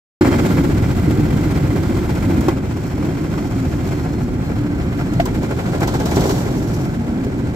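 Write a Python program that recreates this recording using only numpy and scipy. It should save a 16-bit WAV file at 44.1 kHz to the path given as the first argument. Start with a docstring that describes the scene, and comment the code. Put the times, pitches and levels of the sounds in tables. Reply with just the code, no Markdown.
"""Cart on an overgrown railway

A small motorised cart rolls along the track, heard from its deck; the sound cuts in abruptly.
The wheels judder on rusty rails about 15 times a second, so the deck booms and the steel sings faintly.
Blows knock the frame, a hollow steel member clonks once, stalks whip the underside and snap,
and the wheels crunch through a drift of dirt."""
import sys
import numpy as np
from scipy.fft import rfft, irfft, next_fast_len
from scipy.io import wavfile
from scipy.ndimage import map_coordinates

SR = 44100
rng = np.random.default_rng(int(sys.argv[2]) if len(sys.argv) > 2 else 0)


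def file_out(sig):
    """Save sig as 16-bit WAV at sys.argv[1]."""
    # one column per channel
    cols = np.atleast_2d(sig).T
    # limit, then scale
    lim = np.clip(cols, -1, 1)
    pcm = np.round(lim * 32767).astype(np.int16)
    wavfile.write(sys.argv[1], SR, pcm)


N = 332955
START_S = 0.2095

# pace of the wheel judder (time [s], rate [Hz])
JUDDER_RATE = [(0.2, 16.71), (0.6, 15.77), (1.0, 14.62), (1.5, 15.24), (2.0, 15.26), (2.5, 14.6),
               (3.0, 14.8), (3.5, 14.84), (4.0, 14.75), (4.5, 12.85), (5.0, 15.37), (5.4, 12.13),
               (5.8, 14.08), (6.1, 17.8), (6.5, 14.74), (7.0, 12.39), (7.55, 13.73)]
# swing of the wheel load (time [s], depth [dB])
JUDDER_DEPTH = [(0.55, 3.0), (1, 2.3), (3.8, 2.2), (4.3, 1.2), (5, 1.3), (5.3, 3.0), (5.9, 3.7),
                (6.35, 1.0)]
# the rail starts rough, then smooths out (time [s], roughness [dB])
RAIL_ROUGHNESS = [(0.21, 7), (0.52, 2.5), (0.68, 0.5), (2.48, 0), (2.6, -3.5), (3.7, -2.5), (4.25, -4.5),
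                  (4.9, -4.5), (5.15, -3), (7.1, -6), (7.55, -6)]
# short stretches where the rolling grows rougher (middle [s], length [s], extra roughness [dB])
ROUGH_STRETCHES = [(3.04, 0.18, 1.5), (3.348, 0.14, 1), (3.903, 0.34, 2.5), (4.557, 0.45, 1.5),
                   (4.823, 0.18, 2), (4.98, 0.15, 2)]
# the wheels run into a drift of dirt and out again (time [s], share of dirt [0-1])
DIRT_SHARE = [(0.2, 0.04), (4.9, 0.19), (5.7, 0.66), (6.05, 0.79), (6.2, 0.93), (6.31, 0.95), (6.45, 0.75),
              (7, 0.48), (7.55, 0.53)]
# how each layer follows the track (base level [dB], roughness slope [dB/dB], lift in full dirt [dB])
DRONE_LAW, ROAR_LAW, RIM_LAW = (-21, 0.98, 5.5), (-30, 1.0, 12.1), (-43.5, 1.4, 6.3)
GRIT_LAW, FIZZ_LAW = (-40.5, 1.54, 15.9), (-48.5, 2.8, 15)

# level of the deck boom over time (time [s], level [dB])
BOOM_LEVEL = [(0.25, -19), (0.55, -16.5), (2.4, -19), (2.6, -23), (3.5, -21), (4.15, -20), (5.5, -21.5),
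              (5.95, -19), (6.85, -20.5), (7.15, -23.5), (7.55, -21.5)]
# low boom of the deck (frequency [Hz], level [dB])
BOOM_SPECTRUM = [(12, -32), (25, -17), (45, -10.5), (75, -4.5), (120, -3), (165, -4.5), (210, -12),
                 (280, -28), (500, -76)]
# boxy drone of the side panels (frequency [Hz], level [dB])
DRONE_SPECTRUM = [(120, -30), (190, -2), (235, -0.5), (290, 1.5), (340, -2.5), (378, -3.5), (430, -15.5),
                  (560, -18), (1000, -70)]
# bass swells in the rumble and higher hollow hums (middle [s], length [s], relative level [dB], pitch [Hz])
SWELLS_AND_HUMS = [(0.24, 0.14, -21, 350), (1.4, 1.8, -28.5, 298), (2.1, 0.5, -28, 45),
                   (1.98, 0.4, -26, 349), (2.38, 0.16, -20, 73), (3.02, 0.14, -23, 305),
                   (3.17, 0.3, -26, 155), (3.22, 0.12, -25, 305), (3.41, 0.14, -23, 295),
                   (3.6, 0.2, -22, 262), (4.3, 0.3, -24.5, 247), (4.48, 0.2, -22, 153),
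                   (4.66, 0.32, -22, 292), (5.06, 0.42, -25, 290), (5.17, 0.14, -22, 167),
                   (5.27, 0.4, -26, 46), (5.35, 0.4, -26, 75), (7.083, 0.3, -22, 234),
                   (7.23, 0.24, -25, 263)]
# midrange roar of wheels on rust (frequency [Hz], level [dB])
RUST_SPECTRUM = [(250, -41), (420, 1), (560, -2.5), (640, -2.5), (880, -5), (1100, -6), (1450, -7),
                 (1850, -10.5), (2100, -12.5), (2450, -12.5), (2800, -17.5), (4500, -40)]
# darker crunch of wheels in dirt (frequency [Hz], level [dB])
CRUNCH_SPECTRUM = [(200, -27), (370, 8.5), (480, -3), (620, -1), (820, -6.5), (1150, -13.5), (1500, -17),
                   (2300, -23), (3000, -24), (5000, -67)]
# bright rasp of crushed grit (frequency [Hz], level [dB])
GRIT_SPECTRUM = [(1200, 3.5), (2500, -4), (3200, 3.5), (4200, 2.5), (5600, -0.5), (6600, 0), (7500, 0.5),
                 (8400, -2.5), (9100, -13.5), (10800, -11), (12600, -9.5), (14000, -12), (15600, -15)]
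# fizz on top of the grit (frequency [Hz], level [dB])
FIZZ_SPECTRUM = [(8000, -22), (10800, -6), (12600, -1), (14000, -4), (15600, -6)]
# resonances of the chassis (frequency [Hz], width [Hz], boost [dB])
CHASSIS_MODES = [(530, 40, 3.5), (720, 106, 3.5), (853, 25, 5.5), (1023, 150, 1), (1380, 59, 5.5),
                 (1532, 52, 5), (1655, 28, 5), (2330, 69, 5)]

# blows on the frame; thud, rattle and upper modes are relative to the blow
# (time [s], level [dB], ring pitch [Hz], thud [dB], thud pitch [Hz], rattle [dB], upper modes [dB])
FRAME_KNOCKS = [(0.210, -18, 840, 11, 340, -4, 3), (0.246, -18, 840, 6, 340, 2, 4),
                (0.311, -21, 900, 2, 340, -1, 3), (0.326, -24, 840, 0, 340, 1, 5),
                (0.381, -25, 840, 5, 340, -1, 3), (0.446, -24, 900, 2, 340, 0, 4),
                (0.512, -25, 840, 5, 340, 0, 5), (0.569, -21, 860, 7, 340, -3, 0),
                (0.578, -17, 820, 3, 340, -5, 3), (2.09, -21, 840, 1, 340, -3, 3),
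                (2.376, -30, 700, 23, 270, -6, 0), (2.482, -5.5, 800, 4, 340, -14, 4),
                (3.023, -26, 900, 6, 330, -1, 8), (3.086, -19.5, 700, -2, 310, -10, 0),
                (3.242, -27, 1100, 0, 300, -3, 6), (3.337, -24, 1080, -2, 300, -9, 8),
                (3.376, -24, 1050, 8, 300, -3, 6), (3.519, -25, 900, 0, 320, -6, 4),
                (3.915, -27, 790, 3, 340, -3, 5), (4.056, -23, 760, 5, 380, -6, 2),
                (4.18, -28, 720, 3, 310, -6, 0), (4.497, -23.5, 700, 7, 440, -8, 0),
                (4.796, -22, 720, 1, 300, -9, 0), (4.989, -25, 720, -5, 340, -1, 5),
                (5.008, -23, 600, 3, 290, -6, 0), (5.257, -22, 1000, -14, 340, -12, -5),
                (5.508, -26, 780, -1, 340, 0, 3), (5.588, -24, 780, -3, 340, 0, 3),
                (5.654, -27, 780, 0, 340, -4, 0), (5.694, -29, 700, 14, 350, -6, 0),
                (5.731, -25, 780, 0, 340, 0, 2), (5.817, -12, 790, 2, 340, -9, 1),
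                (5.829, -16, 800, 0, 340, -4, 4), (5.95, -22, 790, 5, 440, -3, 0),
                (6.001, -24, 620, 0, 340, -4, 0), (6.113, -19, 620, 3, 360, -2, 2),
                (6.167, -17, 840, 10, 390, -5, 0), (6.215, -19, 600, 2, 390, -4, 0),
                (6.254, -23, 720, 8, 400, -5, 0), (6.3, -20, 840, 9, 390, -4, 0),
                (6.459, -24, 680, 11, 400, -7, 0), (6.857, -24, 720, 0, 340, -6, 0),
                (7.266, -29, 760, 15, 400, -7, 0)]
# ring of the frame (multiple of the ring pitch [ratio], level [dB], t60 [s])
FRAME_MODES = [(1, 0, .04), (1.14, -10, .045), (1.35, -10.5, .05), (3.2, -28, .05), (2.1, -24, .05),
               (4.5, -31, .04)]
# ring of the hollow steel member (frequency [Hz], level [dB], t60 [s])
TUBE_MODES = [(688, 1.5, .045), (775, -6, .035), (1420, -19, .04), (1604, -25, .08), (2050, -16, .045),
              (2230, -19, .04), (3230, -28, .05), (4300, -32, .05)]
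# crack of the blow on that member (frequency [Hz], level [dB])
CRACK_SPECTRUM = [(700, -12), (1400, -4), (2200, 0), (3300, -4), (5000, -11), (9000, -30)]
# stalks and stones snap (time [s], relative level [dB], t60 [s], tick against crackle [dB])
SNAP_EVENTS = [(2.408, -35, 0.06, 5), (2.482, -28, 0.04, -6), (2.488, -29, 0.045, -14),
               (3.47, -37, .05, -12), (3.6, -36, 0.041, -12), (3.874, -34, .04, -8),
               (5.135, -31.5, 0.047, -8), (5.2, -35, 0.15, -2), (5.2555, -25.5, 0.06, -3),
               (5.345, -37, .06, -8), (5.429, -33, 0.055, -8), (5.805, -30, .08, -3),
               (5.829, -28, 0.09, -10), (5.874, -26.5, 0.12, -4), (5.939, -31.5, 0.2, -4),
               (5.998, -34, 0.1, -8), (6.056, -28, 0.13, -3), (6.11, -31, .07, -8), (6.158, -27, 0.14, -7),
               (6.206, -28, 0.1, -6), (6.256, -31, 0.07, -8), (6.292, -24, 0.06, -8),
               (6.308, -27, 0.07, -10), (7.246, -36, 0.045, -6)]
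# crackle of a snap (frequency [Hz], level [dB])
CRACKLE_SPECTRUM = [(400, -4), (1000, 21.5), (2000, -5), (3200, 6.5), (5500, 6), (7800, 4), (9500, -13.5),
                    (12500, 1.5), (15500, -19)]
# bright tick of a breaking stalk (frequency [Hz], level [dB])
TICK_SPECTRUM = [(3000, -30), (6000, 2), (9500, -6), (12500, -4), (15500, -1)]
# clumps of weeds brush the underside (middle [s], length [s], level [dB])
WEED_CLUMPS = [(2.8, 0.37, -50), (3.652, 1.96, -48.5), (6.235, 0.48, -39), (6.596, 0.9, -44)]
# swish of their stems (frequency [Hz], level [dB])
SWISH_SPECTRUM = [(1500, -22), (3000, -33), (4300, 2.5), (5200, -0.5), (5600, 7.5), (6100, 1), (7400, 3),
                  (8400, -6), (9200, -12), (12600, -1), (15500, -14)]
# ring of the wheel rims (frequency [Hz], width [Hz], level [dB])
RIM_MODES = [(1672, 30, 0), (2055, 110, 5.5), (3182, 45, -1.5), (4200, 70, -5), (4710, 70, -11),
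             (5075, 70, -10), (5370, 80, -6), (6955, 70, -12), (7290, 130, -10)]
# a flange sings against the rail (middle [s], length [s], level [dB], pitch [Hz])
FLANGE_SQUEALS = [(3.64, 0.36, -60.5, 6960), (3.96, 0.2, -54.5, 4205), (4.17, 0.34, -54.5, 4205),
                  (4.457, 0.085, -52.5, 4205), (4.75, 0.5, -61, 4205), (5.112, 0.06, -53.5, 4205),
                  (5.175, 0.055, -49.5, 4205)]

# noise layers are narrow in the bass, wide on top (frequency [Hz], channel correlation [0-1])
STEREO_LIKENESS = [(50, 0.97), (130, 0.95), (350, 0.93), (550, 0.68), (1000, 0.58), (1500, 0.28),
                   (2300, 0.3), (4000, 0.16), (8000, 0.1)]
# balance across the spectrum (frequency [Hz], left minus right [dB])
STEREO_LEAN = [(60, 0), (280, -0.5), (520, -0.5), (800, 2.5), (1200, -0.3), (2200, -2), (5000, 0),
               (8000, -0.5), (12500, -2)]
# the treble drifts between the sides (time [s], lead of the right channel [s])
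TREBLE_LEAD = [(1.7, 0.00003), (2.7, -0.00004), (4.15, -0.00003), (4.5, 0.00017)]


def judder(rebound=0.11, scatter_turns=0.03):
    """Wheel load in dB: one quick push per judder and a slower release, never twice the same."""
    rate_hz = curve(JUDDER_RATE) * (np.arange(N) > START_S * SR)
    turns = np.cumsum(rate_hz) / SR + scatter_turns * wobble(12)
    phase = 2 * np.pi * (turns - 0.11)
    push = np.cos(phase) + rebound * np.cos(2 * phase + np.pi / 4)
    uneven = 1 + 0.14 * wobble(10)
    jostle_db = 0.6 * wobble(55)
    return curve(JUDDER_DEPTH) * push * uneven + jostle_db


def deck(load_db, boom_grip=0.11, drone_grip=0.15, sway_db=1.5):
    """The rough rail shakes a boom from the deck and a swaying drone from its side panels."""
    boom = coloured(rng.standard_normal((2, N)), BOOM_SPECTRUM) * amp(boom_grip * load_db)
    drone = coloured(rng.standard_normal((2, N)), DRONE_SPECTRUM)
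    drone *= amp(drone_grip * load_db + sway_db * wobble(7))
    return unit(boom) * amp(curve(BOOM_LEVEL)) + unit(drone) * track_gain(DRONE_LAW)


def swells_and_hums(trim_db=-1.0):
    """Low bass swells rise in the rumble, alongside higher, wavering hollow hums."""
    return amp(trim_db) * tones(SWELLS_AND_HUMS, waver_db=2.0, drift_rad=0.73, waver_hz=29)


def wheels(load_db, crunch_db=2.0, grit_grip=0.53):
    """Wheels roar on rust, crunch lower on dirt and crush grit to a fizz, hardest at peak load."""
    dirt = curve(DIRT_SHARE)
    chatter_db = 1.09 * wobble(110)
    rust = chassis(coloured(contacts(8000, spread_db=1), RUST_SPECTRUM) * amp(load_db + chatter_db))
    crunch = chassis(coloured(contacts(9000, spread_db=3), CRUNCH_SPECTRUM) * amp(load_db))
    roar = np.sqrt(1 - dirt) * rust + np.sqrt(dirt) * crunch * amp(crunch_db)
    grit = coloured(contacts(14000, spread_db=1), GRIT_SPECTRUM)
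    grit *= amp(grit_grip * load_db + 1.38 * chatter_db)
    fizz = coloured(contacts(14000, spread_db=3), FIZZ_SPECTRUM)
    fizz *= amp(grit_grip * load_db + 1.27 * chatter_db)
    return (roar * track_gain(ROAR_LAW)
            + unit(grit) * track_gain(GRIT_LAW, max_rough_db=3)
            + unit(fizz) * track_gain(FIZZ_LAW, max_rough_db=1.8))


def knocks(attack_s=0.0017, thud_t60=0.073, rattle_t60=0.097, clank_db=-9):
    """Each blow rings the frame, thuds in the panels, rattles loose parts and clanks in the rims."""
    body, shake, t = np.zeros(N), np.zeros(N), np.arange(SR // 4) / SR
    multiple, mode_db, t60 = np.transpose(FRAME_MODES)[:, :, None]
    is_upper = np.arange(len(FRAME_MODES))[:, None] > 0
    for s, db, ring_hz, thud_db, thud_hz, rattle_db, upper_db in FRAME_KNOCKS:
        struck_db = mode_db + is_upper * upper_db + rng.normal(0, 1, mode_db.shape)
        ring = np.sum(decay(t, struck_db, t60) * np.sin(2 * np.pi * multiple * ring_hz * t), axis=0)
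        thud = decay(t, thud_db, thud_t60) * np.sin(2 * np.pi * thud_hz * t)
        blow = amp(db) * (1 - np.exp(-(t / attack_s) ** 2))  # the contact builds up smoothly
        add(body, s, blow * (ring + thud))
        add(shake, s, blow * decay(t, rattle_db, rattle_t60))
    rattle = shake * chassis(chassis(coloured(rng.standard_normal((2, N)), RUST_SPECTRUM)))
    clank = amp(clank_db) * rim_ring(shake * rng.standard_normal(N))
    return body + rattle + clank


def clonk(at_s=5.1963, ring_db=1, attack_s=0.0033, crack_db=-20.5, crack_delay_s=0.003):
    """One hard blow rings a hollow steel member; the contact cracks just after the first touch."""
    body, crack, t = np.zeros(N), np.zeros(N), np.arange(SR // 4) / SR
    ring = sum(decay(t, db, t60) * np.sin(2 * np.pi * hz * t) for hz, db, t60 in TUBE_MODES)
    add(body, at_s, amp(ring_db) * ring * (1 - np.exp(-(t / attack_s) ** 2)))
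    add(crack, at_s + crack_delay_s, decay(t, crack_db, t60=0.055) * (1 - np.exp(-t / 0.0007)))
    return body + crack * coloured(contacts(9000, spread_db=2), CRACK_SPECTRUM)


def snaps(trim_db=4.0, attack_s=0.0016, tick_t60=0.026):
    """Each stalk or stone breaks with a sharp, bright tick and a short burst of crackle."""
    bursts, spikes, t = np.zeros(N), np.zeros(N), np.arange(SR // 4) / SR
    for s, db, t60, tick_db in SNAP_EVENTS:
        add(bursts, s, decay(t, db, t60) * (1 - np.exp(-t / attack_s)))
        add(spikes, s, decay(t, db + tick_db, tick_t60))
    crackle = bursts * coloured(contacts(12000, spread_db=0), CRACKLE_SPECTRUM)
    ticks = spikes * coloured(contacts(9000, spread_db=2), TICK_SPECTRUM)
    return amp(trim_db) * (crackle + ticks)


def weeds(flutter_db=3.0):
    """Many stems rasp along the underside as the cart passes over a clump."""
    rasp = coloured(contacts(7000, spread_db=1), SWISH_SPECTRUM) * amp(flutter_db * wobble(70))
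    return unit(rasp) * sum(amp(db) * swell(s, length) for s, length, db in WEED_CLUMPS)


def rims(load_db, mono_share=0.45, right_lean_db=5.5):
    """Grit keeps the steel rims ringing, off to the right."""
    centre = np.sqrt(mono_share) * rng.standard_normal(N)
    wide = np.sqrt(1 - mono_share) * rng.standard_normal((2, N))
    ring = unit(rim_ring((centre + wide) * amp(load_db)))
    return ring * track_gain(RIM_LAW) * amp([[-right_lean_db / 2], [right_lean_db / 2]])


def flange():
    """A flange rubs the rail in thin, flickering squeals."""
    return tones(FLANGE_SQUEALS, waver_db=3.3, drift_rad=0.9, waver_hz=70)


def chassis(x):
    """The metal frame lifts whatever it is fed at its own resonances; the result has rms 1."""
    boost_db = lambda f: sum(db / (1 + (2 * (f - hz) / width) ** 2) for hz, width, db in CHASSIS_MODES)
    return unit(filtered(x, lambda f: amp(boost_db(f))))


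def rim_ring(x):
    """The steel rims ring at their modes; white noise keeps its power."""
    mode = lambda f, hz, width: 1j * f * width / (hz * hz - f * f + 1j * f * width)
    modes = lambda f: sum(amp(db) * mode(f, hz, width) for hz, width, db in RIM_MODES)
    return filtered(x, lambda f: modes(f) / np.sqrt(np.mean(np.abs(modes(f)) ** 2)))


def track_gain(law, max_rough_db=np.inf):
    """A layer grows louder with the roughness of the rail and with the square of the dirt."""
    base_db, slope, dirt_db = law
    patches_db = sum(db * swell(s, length) ** 2 for s, length, db in ROUGH_STRETCHES)
    rough_db = np.minimum(curve(RAIL_ROUGHNESS) + patches_db, max_rough_db)
    return amp(base_db + slope * rough_db + dirt_db * curve(DIRT_SHARE) ** 2)


def stereo_image(x, bass_lead_s=0.00022, split_hz=1500):
    """The bass from the deck arrives on the right first; the treble drifts between the sides."""
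    side = np.array([[0.5], [-0.5]])
    x = filtered(x, lambda hz: amp(side * along(STEREO_LEAN, hz)))
    low = lambda hz: 1 / (1 + (hz / split_hz) ** 8)
    bass = filtered(x, lambda hz: low(hz) * np.exp(-2j * np.pi * hz * bass_lead_s * side))
    treble = filtered(x, lambda hz: 1 - low(hz))
    read_at = np.arange(N) - side * curve(TREBLE_LEAD) * SR
    return bass + np.array([map_coordinates(ch, [at], order=5) for ch, at in zip(treble, read_at)])


def tones(rows, waver_db, drift_rad, waver_hz):
    """Swelling tones whose level and phase waver at random."""
    t = np.arange(N) / SR
    waver, slip = amp(waver_db * wobble(waver_hz)), drift_rad * wobble(waver_hz)
    tone = lambda hz: unit(waver * np.sin(2 * np.pi * (hz * t + rng.random()) + slip))
    return sum(tone(hz) * amp(db) * swell(s, length) for s, length, db, hz in rows)


def contacts(rate, spread_db):
    """Tiny random impacts of uneven size, rate a second, reaching both channels."""
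    hits = rng.random(N) < rate / SR
    return unit(hits * amp(spread_db * rng.standard_normal(N)) * rng.standard_normal((2, N)))


def coloured(pair, spectrum):
    """Shape two unrelated signals into a stereo texture of rms 1, near mono in the bass."""
    width = lambda hz: np.arccos(np.clip(along(STEREO_LIKENESS, hz), 0, 1)) / 2
    response = lambda hz: amp(along(spectrum, hz)) * [np.cos(width(hz)), np.sin(width(hz))]
    mid, side = filtered(pair, response)
    return unit(np.array([mid + side, mid - side]))


def filtered(x, response):
    """Filter x by a complex response of frequency."""
    size = next_fast_len(N + SR // 2)
    return irfft(rfft(x, size) * response(np.fft.rfftfreq(size, 1 / SR)), size)[..., :N]


def amp(db):
    """Decibels to gain."""
    return 10 ** (np.asarray(db) / 20)


def unit(x):
    """Scale to rms 1."""
    return x / np.sqrt(np.mean(x ** 2) + 1e-20)


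def decay(t, db, t60):
    """An envelope that starts at db and falls 60 dB in t60 seconds."""
    return amp(db - 60 * t / t60)


def swell(middle, length):
    """A smooth rise from 0 to 1 and back."""
    return np.cos(np.pi * np.clip((np.arange(N) / SR - middle) / length, -0.5, 0.5))


def wobble(rate):
    """A smooth random curve, rate knots a second."""
    return map_coordinates(rng.standard_normal(int(N * rate / SR) + 4), [np.arange(N) * rate / SR])


def along(points, hz):
    """Read (frequency [Hz], value) points on a log axis."""
    freqs, values = np.transpose(points)
    return np.interp(np.log(hz + 1), np.log(freqs + 1), values)


def curve(points):
    """Join (time [s], value) points into an automation curve."""
    return np.interp(np.arange(N) / SR, *np.transpose(points))


def add(track, s, sound):
    """Mix a sound into a track at time s."""
    part = track[..., round(s * SR):][..., :sound.shape[-1]]
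    part += sound[..., :part.shape[-1]]


def scene():
    """The judder drives the deck, the rims and the rolling noise; blows and plants come on top."""
    load_db = judder()
    rolling = deck(load_db) + swells_and_hums() + wheels(load_db) + rims(load_db) + flange()
    return stereo_image(rolling + weeds() + knocks() + clonk() + snaps())


def record(dry, fade_s=0.002, ceiling=0.96, top_hz=15700):
    """The sound cuts in from silence; the highest peaks are rounded off and the band is limited."""
    gate = np.clip((np.arange(N) / SR - START_S) / fade_s, 0, 1)
    rounded = dry / (1 + np.abs(dry / ceiling) ** 8) ** (1 / 8)
    return filtered(rounded * gate, lambda hz: 1 / (1 + (hz / top_hz) ** 200))


dry = scene()
out = record(dry)
file_out(out)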